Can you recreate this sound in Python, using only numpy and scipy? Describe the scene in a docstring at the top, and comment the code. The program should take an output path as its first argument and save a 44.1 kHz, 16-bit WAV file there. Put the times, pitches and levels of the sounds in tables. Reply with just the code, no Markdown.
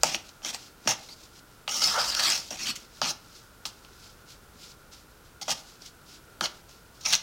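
"""A steel spoon stirs dry flour in a wooden bowl on a stone counter, close to the microphone.
Taps of its edge are short blows, and scrapes are dense small friction slips; both ring the resonances
of spoon and bowl, and now and then the bowl thuds as it rocks on the counter.
The flour swishes softly as shaped noise over the hum of a small kitchen, and the walls add a faint
reverberation to the spoon and bowl."""
import sys
import numpy as np
from scipy import signal
from scipy.fft import rfft, irfft, next_fast_len
from scipy.io import wavfile
from scipy.ndimage import map_coordinates

SR = 44100
rng = np.random.default_rng(int(sys.argv[2]) if len(sys.argv) > 2 else 0)


def store_pcm(level_fs):
    """Save levels as 16-bit WAV."""
    pcm = np.round(np.clip(level_fs, -1, 1) * 32767).astype(np.int16)
    wavfile.write(sys.argv[1], SR, np.atleast_2d(pcm).T)


N = 318402

# Resonances of the spoon (edge, flank, tip) and of the wood (bowl, base).
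# Each row: frequency in Hz, width in Hz, relative level in dB.
EDGE_MODES = [(3720, 170, -11), (4210, 310, 3), (4350, 153, 4.5), (4573, 280, 1), (4900, 166, -0.5),
              (5250, 110, 2), (5350, 170, -0.5), (5680, 270, 1.5), (6230, 124, 3.5), (6227, 367, 6),
              (6420, 510, -14)]
FLANK_MODES = [(2086, 360, 10.5), (2172, 190, 12.5), (2506, 440, 5.5), (2900, 147, 5), (3200, 284, 5),
               (3770, 93, -5)]
TIP_MODES = [(7270, 810, -2.5), (8200, 730, -5.5), (9210, 200, -5), (9620, 960, -12), (11800, 700, -13),
             (13300, 2200, -15.5)]
BOWL_MODES = [(455, 93, -2), (636, 184, 2), (813, 30, 3), (888, 38, 0), (1253, 166, 0), (1406, 144, 0.5),
              (1710, 240, -5.5)]
BASE_MODES = [(125, 17.5, -5.5), (165.7, 25.4, -1.5), (226, 51, -4), (348, 41, -7.5)]


def amp(db):
    """Amplitude ratio from the decibel law."""
    return 10 ** (np.asarray(db) / 20)


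def unit(x):
    """Normalization by the root mean square, to rms 1."""
    return x / np.sqrt(np.mean(x ** 2) + 1e-20)


def along(points, hz):
    """Linear interpolation of (Hz, value) points on a logarithmic frequency axis."""
    f, v = np.transpose(points)
    return np.interp(np.log(hz + 1), np.log(f + 1), v)


def track(rows, col=1):
    """Linear interpolation in time: one column of (s, ..) rows as a value per sample."""
    rows = np.asarray(rows)
    return np.interp(np.arange(N) / SR, rows[:, 0], rows[:, col])


def latest(rows, early):
    """Sample and hold: the columns of the newest (s, ..) row, which takes over early s ahead."""
    rows = np.asarray(rows)
    newest = np.searchsorted(rows[:, 0], np.arange(N) / SR + early) - 1
    return rows[np.clip(newest, 0, None)].T


def wobble(rate):
    """Slow random modulation: a smooth curve through Gaussian knots, rate of them a second."""
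    knots = rng.standard_normal(int(N * rate / SR) + 4)
    return map_coordinates(knots, [np.arange(N) * rate / SR])


def filtered(x, response):
    """Linear filtering: the spectrum of x times a complex response of frequency."""
    m = next_fast_len(N + 8192)
    spectrum = rfft(x, m) * response(np.fft.rfftfreq(m, 1 / SR))
    return irfft(spectrum, m)[..., :N]


def rung(modes, force, centre_hz=None, spread=1, shifty_db=0):
    """Modal superposition: a force drives parallel resonances, hardest near centre_hz (spread in log Hz)."""
    hz, width, db = np.transpose(modes)
    noise_power = amp(db) ** 2 * width * np.pi / SR  # what each resonance passes of white noise
    drives = []
    for c in hz:
        drive = 1
        if centre_hz is not None:
            drive = np.exp(-(np.log(c / centre_hz) / np.clip(spread, .03, 1)) ** 2) + .32
        if shifty_db:
            drive = drive * amp(shifty_db * wobble(36))
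        drives.append(drive)
    # the summed mode powers, overlap neglected, are held at 1
    total = np.sqrt(sum(p * d ** 2 for p, d in zip(noise_power, drives)))

    ringing = np.zeros(N)
    for k, (c, w) in enumerate(zip(hz, width)):
        mode = filtered(force * drives[k] / total, lambda f: 1j * f * w / (c * c - f * f + 1j * f * w))
        ringing += (-1) ** k * amp(db[k]) * mode  # neighbours alternate in sign
    return ringing


def slips(per_s, spread_db, smooth, clump_db):
    """Stick-slip friction: small slips of uneven size come in clumps, over a smooth share of rubbing."""
    size = amp(spread_db * np.clip(rng.exponential(size=N), 0, 5)) * rng.standard_normal(N)
    grains = unit(size * (rng.random(N) < per_s / SR))
    clumps = amp(clump_db * (wobble(140) + 0.13 * wobble(45)))
    return unit((grains + smooth * rng.standard_normal(N)) * clumps)


def kitchen():
    """Background noise: shaped room air, an appliance's whirr, a wandering low rumble and a faint high tone."""
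    # Spectrum of the room air. Each row: frequency in Hz, relative density in dB.
    air_spectrum = [(15, -40), (25, 0), (76, -8), (114, -4), (230, -9), (450, -9), (700, -14),
                    (1000, -13.5), (1800, -19.5), (2600, -21), (5000, -23.5), (10000, -25.5), (16000, -27)]
    # An appliance's narrow rush. Each row: frequency in Hz, width in Hz, relative level in dB.
    whirr_modes = [(1400, 126, 0)]
    # A low rumble around 54 Hz whose level wanders irregularly.
    # Each row: time in seconds, level in dB.
    rumble_levels = [(0.0, -55), (0.4, -68), (1.7, -63), (2.2, -56), (2.5, -64), (4.2, -61), (4.74, -59),
                     (5.3, -64.5), (7.22, -60.5)]

    air = unit(filtered(rng.standard_normal(N), lambda hz: amp(along(air_spectrum, hz))))
    broad_rush = rung([(1400, 1030, 0)], rng.standard_normal(N))
    whirr = unit(rung(whirr_modes, broad_rush)) * amp(.7 * wobble(4))
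    rumble = unit(rung([(53.7, 36, 0)], rng.standard_normal(N)))
    phase = 2 * np.pi * 13690 * np.arange(N) / SR + .8 * wobble(30)
    whine = amp(-84) * np.sin(phase)
    steady = amp(-55.5 + 0.33 * wobble(2.94)) * air + amp(-62) * whirr + whine
    return steady + amp(track(rumble_levels)) * rumble


def flour():
    """Granular noise: many small slips of fine powder hiss in slightly uneven swishes."""
    # Spectrum of the powder's hiss. Each row: frequency in Hz, relative density in dB.
    powder_spectrum = [(1060, -47), (1800, -26), (2100, -11), (2770, -7.5), (3630, -4), (5120, -1),
                       (7540, -8.5), (8320, -14), (15500, -24)]
    # Swishes of flour off the spoon. Each row: loudest moment in seconds, level in dB,
    # swell and fade in seconds over 20 dB.
    swishes = [(.02, -54.5, .02, 0.051), (.21, -53, .1, 0.16), (.293, -53.5, .03, 0.027),
               (.63, -50.5, .15, 0.11), (.845, -56, .05, 0.088), (1.01, -51.5, 0.11, 0.18),
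               (1.135, -49.5, .05, .015), (1.241, -52.5, .11, 0.07), (1.383, -56.5, 0.093, 0.033),
               (1.557, -67, .15, .2), (2.45, -45, .1, 0.13), (2.79, -51.5, 0.097, 0.12),
               (2.99, -54.5, .12, 0.07), (3.22, -59, 0.13, 0.21), (3.355, -52.5, 0.11, .14),
               (3.72, -59.5, 0.065, .2), (3.85, -56.5, .03, 0.074), (4.03, -54, .2, 0.14),
               (4.305, -49.5, 0.05, 0.079), (4.67, -49, .13, 0.089), (4.93, -47.5, 0.02, 0.038),
               (4.98, -55.5, 0.042, 0.063), (5.244, -61, .02, .08), (5.465, -51, 0.027, 0.055),
               (5.57, -49.5, 0.061, 0.15), (5.71, -56, .1, .11), (5.822, -51, .035, .025),
               (5.866, -50.5, 0.05, 0.053), (6.11, -51, 0.062, 0.11), (6.52, -57, .05, 0.14),
               (6.70, -53.5, .025, 0.12), (6.955, -59, 0.028, 0.16), (7.21, -51, 0.043, .1)]
    rest_db = -69.5

    grains = slips(per_s=5800, spread_db=4.0, smooth=2.0, clump_db=1.4)
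    hiss = unit(filtered(grains, lambda hz: amp(along(powder_spectrum, hz))))
    t = np.arange(N) / SR
    power = amp(2 * rest_db)
    for s, db, swell, fade in swishes:
        from_peak = (t - s) / np.where(t < s, swell, fade)
        power = power + amp(2 * (db - 20 * from_peak ** 2))
    return np.sqrt(power) * amp(1.6 * wobble(25)) * hiss


def pressure(strokes):
    """Friction scales with contact force: each stroke swells, holds with a drift and dies on lifting."""
    rise_db, lift_db_per_s = 15.5, 1000
    power, t = np.zeros(N), np.arange(N) / SR
    for s, rise, hold, db, drift_db, *_ in strokes:
        end, end_db = s + rise + hold, db + drift_db
        times = [s, s + rise, end, end + .2]
        levels_db = [db - rise_db, db, end_db, end_db - .2 * lift_db_per_s]
        power += amp(2 * np.interp(t, times, levels_db)) * (t >= s)
    return np.sqrt(power)


def contact():
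    """Modal coupling at the contact point, per sample.

    Returns pressure gain; bowl, flank, base and tip dB; spread; favoured edge, bowl and flank Hz.
    """
    # Short strokes along the wood. Each row: contact, rise and hold in seconds, pressure in dB,
    # its drift over the hold in dB, bowl, flank, base and tip in dB re edge (bowl, flank and base
    # before the landing boost), strongest ring of edge, of bowl and of flank in Hz.
    strokes = [(.040, 0.0021, 0.11, -31.5, 0, -14.5, -7, -13.5, -9.5, 5200, 855, 2840),
               (.425, 0.028, 0.055, -34, -1, -11, -4, -16.5, -8, 5530, 1010, 3200),
               (.526, 0.0095, 0.023, -36, -3, -15, -2.5, -22, -4, 5250, 770, 2650),
               (.846, 0.0047, 0.018, -47.5, 3, -8, -7, -2, -11, 5090, 824, 2670),
               (.872, 0.0071, 0.046, -23.5, -0.5, -12, -3, -26, -11, 5540, 920, 2850),
               (1.086, .004, .01, -43, -3, -18, -8, -18, -13, 4350, 850, 3250),
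               (2.504, 0.0049, 0.048, -37.5, -2.5, -7.5, -5, -16, -7.5, 5680, 720, 2860),
               (2.57, 0.056, 0.031, -30, -4, -17, -5.5, -17.5, -10, 5030, 1200, 2420),
               (2.655, 0.01, 0.044, -28, 0, -15.5, -5, -24, -9, 5030, 1630, 2990),
               (2.752, 0.0088, .004, -34, -3.5, -22, -5.5, -18, -6, 5200, 1340, 3170),
               (3.016, 0.0038, 0.087, -29, 1, -10.5, -8, -17.5, -12.5, 4960, 1065, 2860),
               (3.655, 0.0024, 0.037, -32, -15, -17, -10, -22.5, -7, 5000, 1090, 2940),
               (5.412, 0.0041, 0.0096, -31, -3.5, -12.5, -12.5, -20, -9, 5250, 900, 3380),
               (5.478, 0.0046, .037, -31.5, 7, -11, -4.5, -18, -9, 5250, 860, 2960),
               (6.408, .005, 0.015, -35.5, -5.5, -6, -4, -4.5, -9, 5170, 1400, 3200),
               (6.428, .012, 0.022, -23.5, -4, -9.5, -6, -25, -16, 5200, 1040, 3070),
               (7.006, 0.0056, 0.031, -43.5, -3, -20, -12, -14, -13, 5500, 945, 3080),
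               (7.046, 0.0089, .068, -27.5, 2, -17, -7.5, -25, -16, 5600, 1030, 2450),
               (7.126, 0.0027, 0.029, -17, -11, -19, -8, -29, -10, 5440, 1540, 2900)]
    # One long sweep round the wall, with a fresh push part way. Each row: time in seconds,
    # pressure in dB, bowl and flank in dB re edge, strongest ring of edge and of bowl in Hz.
    sweep = [(1.68, -36, -2, 0, 5000, 1050), (1.708, -29.5, -15, -10, 5470, 1050),
             (1.762, -28, -12, -11, 5570, 1010), (1.766, -26, -16, -15, 5400, 995),
             (1.812, -29.5, -14, -8, 5300, 1110), (1.82, -21.5, -10.5, -9, 4950, 1160),
             (1.844, -21.5, -11, -13, 4960, 1130), (1.862, -24, -12, -10, 4970, 1020),
             (1.906, -27, -8, -10.5, 5350, 1260), (1.978, -32, 10.5, -3, 5100, 1200),
             (1.996, -25, -2, -9.5, 5000, 1180), (2.052, -31, -8, -10, 4910, 1240),
             (2.092, -24.5, -10, -10, 4900, 1240), (2.124, -31.5, -10.5, -10.5, 4900, 1330),
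             (2.19, -29, -3.5, -1, 5140, 1310), (2.198, -20.5, -5, -3, 5040, 1300),
             (2.21, -29, -4, -7, 4960, 1320), (2.26, -20.5, -12, -9.5, 4620, 1340),
             (2.352, -25.5, -13, -7, 5250, 1160), (2.398, -33.5, -13.5, -16, 5100, 1030),
             (2.44, -52, -10, -7, 5070, 1130)]
    landing_db, landing_s = 8.5, 0.017  # initial boost of wood and flank, and its time constant

    t = np.arange(N) / SR
    s, *_, bowl_db, flank_db, base_db, tip_db, edge_hz, bowl_hz, flank_hz = latest(strokes, early=.001)
    landing = landing_db * np.exp(-np.clip(t - s, 0, None) / landing_s)
    short = [pressure(strokes), bowl_db + landing, flank_db + landing / 2, base_db + landing, tip_db,
             0.18, edge_hz, bowl_hz, flank_hz]

    level_db, wood_db, side_db, steel_hz, wood_hz = (track(sweep, col=k) for k in range(1, 6))
    # base -24 dB, tip -10.5 dB, spread 0.12 in log Hz, flank 2970 Hz
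    long = [amp(level_db), wood_db, side_db, -24, -10.5, .12, steel_hz, wood_hz, 2970]
    sweeping = (t > sweep[0][0] - .003) & (t < sweep[-1][0])
    return [np.where(sweeping, a, b) for a, b in zip(long, short)]


def taps():
    """Impact excitation: a blow and its chatter ring the steel; the bowl answers a moment later."""
    # Taps of the edge on the wood. Each row: time in seconds, relative strength in dB,
    # bowl, flank and tip in dB re that strength, strongest ring of edge in Hz.
    tap_rows = [(0.0331, -0.5, -12, -14.5, -3.5, 4800), (0.041, -13, -16, -3.5, -9, 5130),
                (0.1456, -14.5, -16, -4, -23, 5140), (0.2907, -34, -16, -13, -22, 4030),
                (0.4192, -44, -2, -1, -9, 5600), (0.4479, -20, -15.5, -8, -18, 5720),
                (0.5402, -26, -22, -16, -15, 5250), (0.5454, -22, -11, -8.5, -3, 4800),
                (0.874, -7.5, -9.5, -1.5, -17, 5400), (0.9152, -17, -14, -9, -20, 5400),
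                (1.087, -38, -15, -11, -17, 3870), (1.6775, -18.5, -9, -0.5, -16, 4600),
                (1.8183, -10.5, -18.5, -16, -20, 5200), (1.8417, -8, -36, -21, -17, 4650),
                (2.149, -14, -19, -7, -5, 4820), (2.1946, -16.5, -27, 2, -7, 4580),
                (2.3014, -13, -26, -7.5, 1, 5270), (2.5062, -25, -33, -6.5, -21, 5520),
                (2.7616, -29, -29, -9, -8, 4950), (3.0155, -14, -3, -11.5, -12, 4930),
                (3.0294, -23, -14, -19, -23, 4830), (3.0584, -20, -9, -11, -24, 5460),
                (3.6533, -16, -17.5, -12, -16, 5350), (3.8475, -37.5, -11, -7, -20, 4350),
                (4.926, -41, -14, -19, -17, 4070), (5.4136, -24.5, -23, -15, -20, 4590),
                (5.4284, -25, -20, -19, -20, 5240), (5.4801, -22, -3.5, -11, -19, 5530),
                (5.4929, -20.5, -5.5, -15, -21, 4670), (5.5064, -13.5, -28, -19, -20, 6240),
                (5.5144, -14.5, -24, -8, -8, 5290), (5.8197, -39, -12, -15, -16, 5560),
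                (6.4089, -11, -7, -9, -12.5, 4400), (6.4566, -16.5, -32, -6, -26, 4180),
                (6.6922, -39, -14, -15, -17, 5400), (7.0085, -39, -19, -11, -8, 5650),
                (7.0594, -10.5, -21.5, -23, -19, 5160), (7.1058, -16, -24, -18, -14, 5640),
                (7.126, -8, -29, -13, -19, 5980), (7.1353, -7.5, -21.5, -9, -30, 4100),
                (7.1419, -8.5, -25, -15, -24, 3980), (7.1518, -12, -25, -21, -21, 5800)]
    # The bowl rocks on the counter. Each row: time in seconds, relative strength in dB,
    # strongest ring in Hz.
    thud_rows = [(.861, -25, 212), (.878, -22.5, 125), (2.528, -37, 240), (2.693, -32.5, 229)]

    edge, flank, tip, wood, base = np.zeros((5, N + SR // 10))
    t = np.arange(SR // 50) / SR
    for s, db, bowl_db, flank_db, tip_db, _ in tap_rows:
        t60 = 0.002 * amp(0.39 * max(-31 - db, 0))  # s; light touches land on flour and smear out
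        chatter = 0.43 * rng.standard_normal(len(t))
        strike = (t == 0) * amp(0.22 * (db + 14))
        blow = amp(-60 * t / t60) * (chatter + strike)
        blow *= amp(db + 16.5) / np.linalg.norm(blow)
        start = round((s + .0005) * SR)
        for part, part_db in ((edge, 0), (flank, flank_db), (tip, tip_db)):
            part[start:][:len(t)] += amp(part_db) * blow
        wood[round((s + .0012) * SR)] += amp(db + bowl_db + 20)
    for s, db, _ in thud_rows:
        base[round(s * SR)] += amp(db + 18)

    edge_hz = latest(tap_rows, early=.001)[-1]
    bowl_hz, flank_hz = contact()[-2:]
    steel = rung(EDGE_MODES, edge[:N], edge_hz, spread=0.065)
    steel += rung(FLANK_MODES, flank[:N], flank_hz, spread=0.13)
    steel += rung(TIP_MODES, tip[:N])
    # wood yields, so the blow is not perfectly sharp
    steel = filtered(steel, lambda hz: 1 / (1 + 1j * hz / 6000))
    bowl = rung(BOWL_MODES, wood[:N], bowl_hz, spread=0.47)
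    thuds = rung(BASE_MODES, base[:N], track(thud_rows, col=2), spread=0.13)
    return steel + bowl + thuds


def scrapes():
    """Friction excitation: one rough force rings steel and bowl; the moving contact favours different modes."""
    # A light drag that rings a single mode of the edge. Each row: contact, rise and hold in seconds,
    # relative level in dB, drift in dB.
    squeak_strokes = [(1.096, .006, .034, -48.5, -2)]
    catches_per_s, catch_db, catch_scatter_db = 26, 21, 2.5  # jolts on the grain, in dB re pressure

    gain, bowl_db, flank_db, base_db, tip_db, spread, edge_hz, bowl_hz, flank_hz = contact()
    grit = slips(per_s=2500, spread_db=1.5, smooth=1.0, clump_db=1.2)
    force = gain * grit
    caught = rng.random(N) < catches_per_s / SR
    catches = gain * caught * amp(catch_db + catch_scatter_db * rng.standard_normal(N))

    steel = rung(EDGE_MODES, force + catches, edge_hz, spread, shifty_db=2.55)
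    steel += rung(TIP_MODES, force * amp(tip_db + 1.4 * wobble(30)))
    flank_force = force * amp(flank_db + 2.35 * wobble(30))
    steel += rung(FLANK_MODES, flank_force, flank_hz, spread=0.11, shifty_db=3.4)
    squeak = rung([(4620, 76, 0)], pressure(squeak_strokes) * amp(4.5) * grit)
    bowl = rung(BOWL_MODES, force * amp(bowl_db), bowl_hz, spread=0.4, shifty_db=3.0)
    base = rung(BASE_MODES, force * amp(base_db))
    return steel + squeak + bowl + base


def room(x):
    """Reverberation by convolution: each frequency of the walls' answer decays at its own rate."""
    # Decay of the walls' answer. Each row: frequency in Hz, time to fall by 60 dB in seconds.
    wall_decay = [(200, 0.51), (2000, 0.35), (6000, 0.21), (14000, 0.18)]
    hz, t, z = signal.stft(rng.standard_normal(SR // 2), SR, nperseg=256)
    decay = amp(-60 * t / along(wall_decay, hz)[:, None])
    tail = signal.istft(z * decay, SR, nperseg=256)[1]
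    delayed = np.pad(x, (200, 0))  # samples before the walls answer
    return signal.fftconvolve(delayed, tail / np.linalg.norm(tail))[:N]


def scene():
    """Superposition of spoon and bowl, their reverberation, the flour and the kitchen."""
    # spoon and bowl carry little sound below about 110 Hz
    near = filtered(scrapes() + taps(), lambda hz: (1j * hz / (1j * hz + 110)) ** 2)
    return (near + amp(-12) * room(near) + flour() + kitchen())[None]


def record(dry):
    """Band limiting: an ideal low-pass keeps nothing from 15950 Hz up."""
    return filtered(dry, lambda hz: hz < 15950)


dry = scene()
out = record(dry)
store_pcm(out)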